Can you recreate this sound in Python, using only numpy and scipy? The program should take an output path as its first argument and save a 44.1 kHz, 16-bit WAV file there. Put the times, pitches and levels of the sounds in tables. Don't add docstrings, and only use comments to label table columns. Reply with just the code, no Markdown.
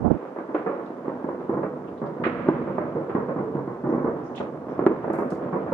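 import sys
import numpy as np
from scipy import signal
from scipy.fft import rfft, irfft, next_fast_len
from scipy.io import wavfile
from scipy.ndimage import uniform_filter1d, minimum_filter1d

SR = 44100
rng = np.random.default_rng(int(sys.argv[2]) if len(sys.argv) > 2 else 0)


def dump(signal):
    limited = np.clip(np.atleast_2d(signal).T, -1, 1)
    pcm = np.round(limited * 32767).astype(np.int16)
    wavfile.write(sys.argv[1], SR, pcm)


N = 252693
TIME = np.arange(N) / SR

# start in seconds, relative thud peak in dB, relative echo level in dB,
# early echo t60 (seconds to fade by 60 dB), treble lift in dB, boom pitch in Hz.
SHELLS = [(0.362, -25, -31.0, 0.39, -0.5, 410), (0.386, -18, -25.5, 0.16, 2, 339),
          (0.49, -21, -29, 0.74, -3.5, 305), (0.546, -13, -22, 0.32, 1, 357),
          (0.662, -15.5, -23, 0.59, -1.5, 428), (0.696, -25.5, -26.5, 0.28, -0.5, 345),
          (0.79, -24.5, -38, 0.2, -13.5, 346), (1.045, -26.5, -28, 0.25, -4.5, 318),
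          (1.08, -18, -30, 0.45, 0.5, 285), (1.243, -12, -29.5, 0.81, -6, 290),
          (1.287, -19.5, -27, 0.48, -3.5, 338), (1.494, -9, -25.0, 1.4, -8.5, 327),
          (1.537, -22, -25.5, 0.26, -8, 357), (1.571, -15.5, -22, 0.23, -6.5, 310),
          (1.631, -16.5, -25.5, 0.27, -0.5, 430), (2.016, -20.5, -24, 0.53, -3.5, 315),
          (2.06, -27, -33.5, 0.32, -3, 342), (2.2, -22, -27.5, 2.5, -14.5, 322),
          (2.265, -13, -21.5, 0.18, -2.5, 369), (2.458, -26, -26.5, 1.23, -1, 312),
          (2.4863, -3, -27.5, 0.15, 5.5, 319), (2.518, -20.5, -33, 0.16, -4.5, 334),
          (2.55, -19, -25, 0.24, -0.5, 340), (2.612, -21.0, -29.0, 0.22, -9.5, 344),
          (2.672, -29.5, -26.5, 0.49, -6, 405), (2.782, -12, -24, 0.62, -2, 390),
          (2.953, -18.5, -24.5, 0.69, -8.5, 328), (3.096, -17.5, -32.5, 1, 1, 413),
          (3.15, -10, -21.5, 0.35, 5.5, 252), (3.179, -23, -20.5, 0.21, -6.5, 340),
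          (3.228, -25.5, -31.5, 0.28, -7, 329), (3.284, -20.5, -22, 0.33, -5, 382),
          (3.361, -19.5, -24.5, 0.3, -3.5, 310), (3.386, -23.5, -24.5, 0.22, -3, 317),
          (3.407, -16.5, -28, 0.81, -9.0, 305), (3.551, -16, -24.0, 0.41, -7.5, 286),
          (3.59, -23, -31.5, 0.43, 0, 313), (3.676, -19, -31.5, 0.8, 0.5, 292),
          (3.837, -19.5, -26, 1.7, -2, 262), (3.89, -15.5, -23.5, 0.28, -11.5, 318),
          (3.925, -15, -23.5, 0.56, -3, 320), (3.98, -18.5, -24.5, 0.27, -4, 335),
          (4.043, -20, -18.5, 0.4, -5, 295), (4.073, -22.5, -24, 0.32, -9, 347),
          (4.165, -18, -35, 0.17, -12.5, 335), (4.299, -26.5, -33, 0.29, -10.5, 314),
          (4.401, -14.5, -19, 0.24, -11, 470), (4.792, -10, -22.0, 0.61, -5, 330),
          (4.824, -16.5, -28.5, 0.54, -6, 344), (4.865, 1, -20, 0.099, 8.5, 373),
          (4.895, -19, -24, 0.35, -5, 326), (5.043, -16, -23.5, 0.24, -8, 460),
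          (5.079, -16.5, -30, 2.8, -8, 460), (5.101, -14, -34.5, 0.18, 7.5, 380),
          (5.135, -18.5, -30, 0.6, 7.5, 383), (5.186, -14, -20.5, 0.2, -2, 374),
          (5.221, -15.5, -20, 0.2, -9, 436), (5.32, -19.5, -20, 0.11, -10.5, 400),
          (5.392, -29.5, -34, 0.33, -14, 342), (5.445, -24.5, -35, 0.24, -17.5, 350),
          (5.528, -19.5, -18.5, 0.24, -5, 381), (5.559, -19, -21, 0.19, -4, 371),
          (5.672, -21.5, -28, 0.31, 0, 390), (5.718, -18, -18.5, 0.27, -5.5, 354)]
# start in seconds, relative level in dB, early t60 in seconds.
CRACKS = [(.113, -42.5, 0.046), (0.547, -40.5, 0.3), (2.237, -27, 0.25), (2.252, -32, 0.14),
          (2.487, -41.5, 0.04), (3.094, -45.5, 0.14), (4.865, -40.5, 0.11)]
# time in seconds, level in dB.
RUMBLE_LEVELS = [(.2, -36), (.33, -39), (.8, -36), (1.4, -37.5), (1.95, -40.5), (2.15, -37.5), (3, -37),
                 (3.5, -37), (3.8, -41), (4.3, -37.5), (4.7, -37), (5.7, -36)]
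# start in seconds, level in dB, hold time in seconds.
WIND_PUFFS = [(0, -24.5, 0.03), (0.038, -14, 0.033), (0.097, -10.5, 0.0068), (0.133, -25, 0.02)]
# start in seconds, level in dB, pitch in Hz, width in octaves,
# rise time in seconds, t60 in seconds.
RUSTLES = [(.85, -71, 3630, 0.35, 0.011, 0.23), (1.87, -64.5, 2690, 0.24, .009, .2),
           (1.974, -67.5, 3440, .25, .004, 0.21), (2.059, -68, 3420, 0.43, 0.0042, 0.18),
           (3.879, -77, 5700, 0.14, 0.026, 0.55), (4.229, -70.5, 5730, .19, .029, .4),
           (4.344, -58.5, 2680, 0.28, 0.005, 0.19), (4.356, -61.5, 5570, .36, .001, 0.31),
           (4.36, -47, 3340, .18, 0.0015, 0.15), (4.373, -48, 2440, 0.39, 0.0049, 0.28),
           (4.68, -74, 5460, .13, 0.029, 0.29), (5.13, -62.5, 8450, 0.89, .001, 0.32),
           (5.175, -67.5, 8500, 0.75, .008, 0.42), (5.301, -61, 5000, 0.71, .002, 0.31)]
# frequency in Hz, relative level in dB.
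THUD_TONE = [(30, -39), (90, -15.5), (180, -5), (260, 0.5), (350, 7), (480, 0), (650, -20), (1200, -21),
             (2000, -40), (3200, -49), (6000, -59.5), (13000, -84)]
SLAP_TONE = [(100, -30), (300, -1), (550, 8.5), (900, 3.5), (1300, -7), (2000, -19), (3200, -50.5),
             (6000, -69.5)]
ECHO_TONE = [(30, -32), (50, -38), (70, -17), (105, -18), (145, -4.5), (240, -2.5), (350, -3), (500, 2),
             (780, -14.5), (1100, -11.5), (1600, -21.5), (2300, -31), (3200, -61.5), (4500, -64),
             (8000, -95)]
CRACK_TONE = [(200, -28), (700, -13.5), (1200, 9), (1700, 3.5), (2400, -3.5), (3200, -15.5), (4200, -27.5),
              (6000, -49), (9000, -63.5)]
RUMBLE_TONE = [(30, -56.5), (50, -43), (75, -20.5), (140, -8), (230, -7), (350, -5.5), (500, -3),
               (780, -11.5), (1130, -14.5), (1700, -27.5), (2500, -41), (3500, -50.5), (6000, -74.5)]
WIND_TONE = [(25, -25), (70, -3), (150, 6), (280, 4.5), (450, -4), (900, -12), (1600, -32.5), (3000, -68),
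             (6000, -90)]
HISS_TONE = [(500, -0.5), (3500, 1), (6000, -1.5), (9000, -8), (12300, -8), (13500, -26)]
# pitch in Hz, width in Hz, strength in dB.
WALL_NOTES = [(143.6, 18, -4), (197.7, 19, -1.5), (248.8, 16, 3.5), (326, 55.4, -2), (988, 22, -10)]
# frequency in Hz, likeness from 0 to 1.
STEREO_LIKENESS = [(60, 0.89), (180, 0.98), (310, 0.97), (540, 0.8), (940, 0.61), (1620, 0.071),
                   (2800, 0.019)]


def shells(thud_db=-5, echo_db=-3, slap_db=-16.5, slap_t60=.053, boom_db=-26.5, boom_t60=.32):
    thuds, echoes = np.zeros((1, N)), np.zeros((2, N))
    t = TIME[:SR]
    for start, peak_db, level_db, t60, treble_db, boom_hz in SHELLS:
        pitch = boom_hz / 350
        mid_db = 4.5 + .33 * treble_db
        thud = response(shifted(THUD_TONE, pitch), air(mid_db + 1, treble_db))
        add(thuds, start, undb(peak_db + thud_db) * thud[None] / np.abs(thud).max())
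        slap_gain = undb(min(peak_db, -6.5) + slap_db + mid_db + 7.5 * np.log2(pitch))
        slap = clicks(len(t), per_s=2300) * fade(t, slap_t60)
        add(echoes, start, slap_gain * through(slap, response(SLAP_TONE)))
        boom = clicks(len(t), per_s=1100) * fade(t, boom_t60)
        boom = through(boom, response(band(boom_hz, octaves=.24)))
        add(echoes, start, undb(peak_db + boom_db) * boom)
        train = hollow(clicks(len(t), per_s=1100))
        train *= roll(t, t60, tail_db=-22, tail_t60=2.3, rise_s=.0002)
        echo_filter = response(shifted(ECHO_TONE, np.sqrt(pitch)), air(mid_db, treble_db))
        add(echoes, start, undb(level_db + echo_db) * through(train, echo_filter))
    return ground_bounce(thuds) + spread(echoes)


def air(mid_db, treble_db):
    return [(450, .011), (950, mid_db), (2400, treble_db)]


def ground_bounce(thud, lag_s=.00524, bounce_db=-13):
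    return thud + undb(bounce_db) * np.interp(TIME - lag_s, TIME, thud[0], left=0)


def hollow(train, depth=.5, count=4):
    taps = np.zeros(SR // 50)
    taps[rng.integers(len(taps) // 10, len(taps), count)] = depth * rng.choice([-1, 1], count)
    taps[0] = 1
    return through(train, taps / np.sqrt(np.sum(taps ** 2)))


def roll(t, t60, tail_db, tail_t60, rise_s):
    tail = undb(tail_db) * fade(t, tail_t60)
    return np.hypot(fade(t, t60), tail) * (1 - np.exp(-t / rise_s))


def cracks():
    out, t = np.zeros((2, N)), TIME[:2 * SR]
    for start, db, t60 in CRACKS:
        shape = roll(t, t60, tail_db=-13, tail_t60=1.82, rise_s=.00013)
        add(out, start, undb(db) * clicks(len(t), per_s=1500) * shape)
    return panned(spread(through(out, response(CRACK_TONE))), right_db=4)


def far_rumble(count=110, scatter_db=3, t60=1.0, steady_share=.5):
    power, t = np.zeros((1, N)), TIME[:SR // 2]
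    for when, size in zip(rng.random(count), rng.standard_normal(count)):
        burst = undb(scatter_db * np.clip(size, -2, 2)) * fade(t, t60)
        add(power, when * N / SR, burst[None] ** 2)
    swell = np.sqrt(steady_share + (1 - steady_share) * power / power.mean())
    rumble = spread(through(clicks(N, per_s=1500) * swell, response(RUMBLE_TONE)))
    return rumble * undb(np.interp(TIME, *np.transpose(RUMBLE_LEVELS)))


def walls(x):
    return x + sum(undb(db) * signal.lfilter(*signal.iirpeak(hz, hz / width, fs=SR), x)
                   for hz, width, db in WALL_NOTES)


def gust(left_db=-22, rise_s=.0077, t60=.079):
    strength = sum(undb(db) * pulse(TIME - start, rise_s, hold, t60) for start, db, hold in WIND_PUFFS)
    swirls = clicks(N, per_s=1400) * strength
    return through(swirls, response(WIND_TONE)) * undb([[left_db], [0]])


def rustles(clump_db=2, clump_samples=130):
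    out, t = np.zeros((2, N)), TIME[:SR // 2]
    for start, db, hz, octaves, rise_s, t60 in RUSTLES:
        wobble = unit(uniform_filter1d(rng.standard_normal(len(t)), clump_samples))
        clumps = unit(undb(clump_db * wobble))
        grains = clicks(len(t), per_s=2600) * pulse(t, rise_s, 0, t60) * clumps
        add(out, start, undb(db) * through(grains, response(band(hz, octaves))))
    return panned(spread(out), right_db=3)


def hiss(level_db=-72):
    return undb(level_db) * through(rng.standard_normal((2, N)), response(HISS_TONE))


def clicks(size, per_s):
    hits = rng.random((2, size)) < per_s / SR
    return unit(hits * rng.choice([-1, 1], (2, size)) * (.5 + rng.random((2, size))))


def fade(t, t60):
    return undb(-60 * t / t60)


def pulse(t, rise_s, hold_s, t60):
    return np.clip(t / rise_s, 0, 1) * fade(np.maximum(t - rise_s - hold_s, 0), t60)


def undb(db):
    return 10 ** (np.asarray(db) / 20)


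def unit(x):
    return x / np.sqrt(np.mean(x ** 2))


def band(hz, octaves):
    return [(hz * 2 ** (k * octaves), -4 * k * k) for k in np.arange(-5, 6)]


def shifted(tone, ratio):
    return [(hz * ratio, db) for hz, db in tone]


def on_bins(points, size):
    hz, value = np.transpose(points)
    return np.interp(np.log(np.arange(size // 2 + 1) * SR / size + 1), np.log(hz), value)


def response(tone, lift=((1, 0), (2, 0)), size=4096):
    cepstrum = irfft(np.log(undb(on_bins(tone, size) + on_bins(lift, size))))
    cepstrum[1:size // 2] *= 2
    cepstrum[size // 2 + 1:] = 0
    taps = irfft(np.exp(rfft(cepstrum)))[:size // 2]
    return taps / np.sqrt(np.sum(taps ** 2))


def through(x, taps):
    return signal.fftconvolve(x, taps[None], axes=1)[:, :x.shape[1]]


def add(out, start_s, sound):
    i = min(max(int(start_s * SR), 0), N - 1)
    out[:, i:i + sound.shape[1]] += sound[:, :N - i]


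def spread(pair):
    size = next_fast_len(N, True)
    alike = np.clip(on_bins(STEREO_LIKENESS, size), 0, .995)
    side = irfft(rfft(pair[1], size) * np.sqrt((1 - alike) / (1 + alike)), size)[:N]
    return np.array([pair[0] + side, pair[0] - side])


def panned(x, right_db):
    return x * undb([[-right_db / 2], [right_db / 2]])


def scene(right_lag_samples=4):
    left, right = walls(shells() + cracks() + far_rumble()) + rustles()
    right = np.interp(TIME - right_lag_samples / SR, TIME, right)
    city = panned(np.array([left, right]), right_db=2.5)
    return city + gust() + hiss()


def thin_bass(x, bass_hz=190, lift_db=1.5, start_s=.17, fall_s=.02, dip_db=-18.5, recover_db_per_s=11.5):
    bass = signal.sosfiltfilt(signal.butter(2, bass_hz, fs=SR, output="sos"), x)
    since = TIME - start_s
    change_db = np.clip(since / fall_s, 0, 1) * np.minimum(dip_db + recover_db_per_s * since, 0)
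    return x - bass * (1 - undb(lift_db + change_db))


def limit(x, ceiling_db=.7, samples=110):
    gain = np.minimum(undb(ceiling_db) / (np.abs(x).max(axis=0) + 1e-9), 1)
    return x * uniform_filter1d(minimum_filter1d(gain, samples), samples)


def record(dry, top_hz=13500):
    clipped = np.clip(limit(thin_bass(dry)), -.98, .98)
    return signal.sosfilt(signal.ellip(8, .2, 70, top_hz, fs=SR, output="sos"), clipped)


dry = scene()
out = record(dry)
dump(out)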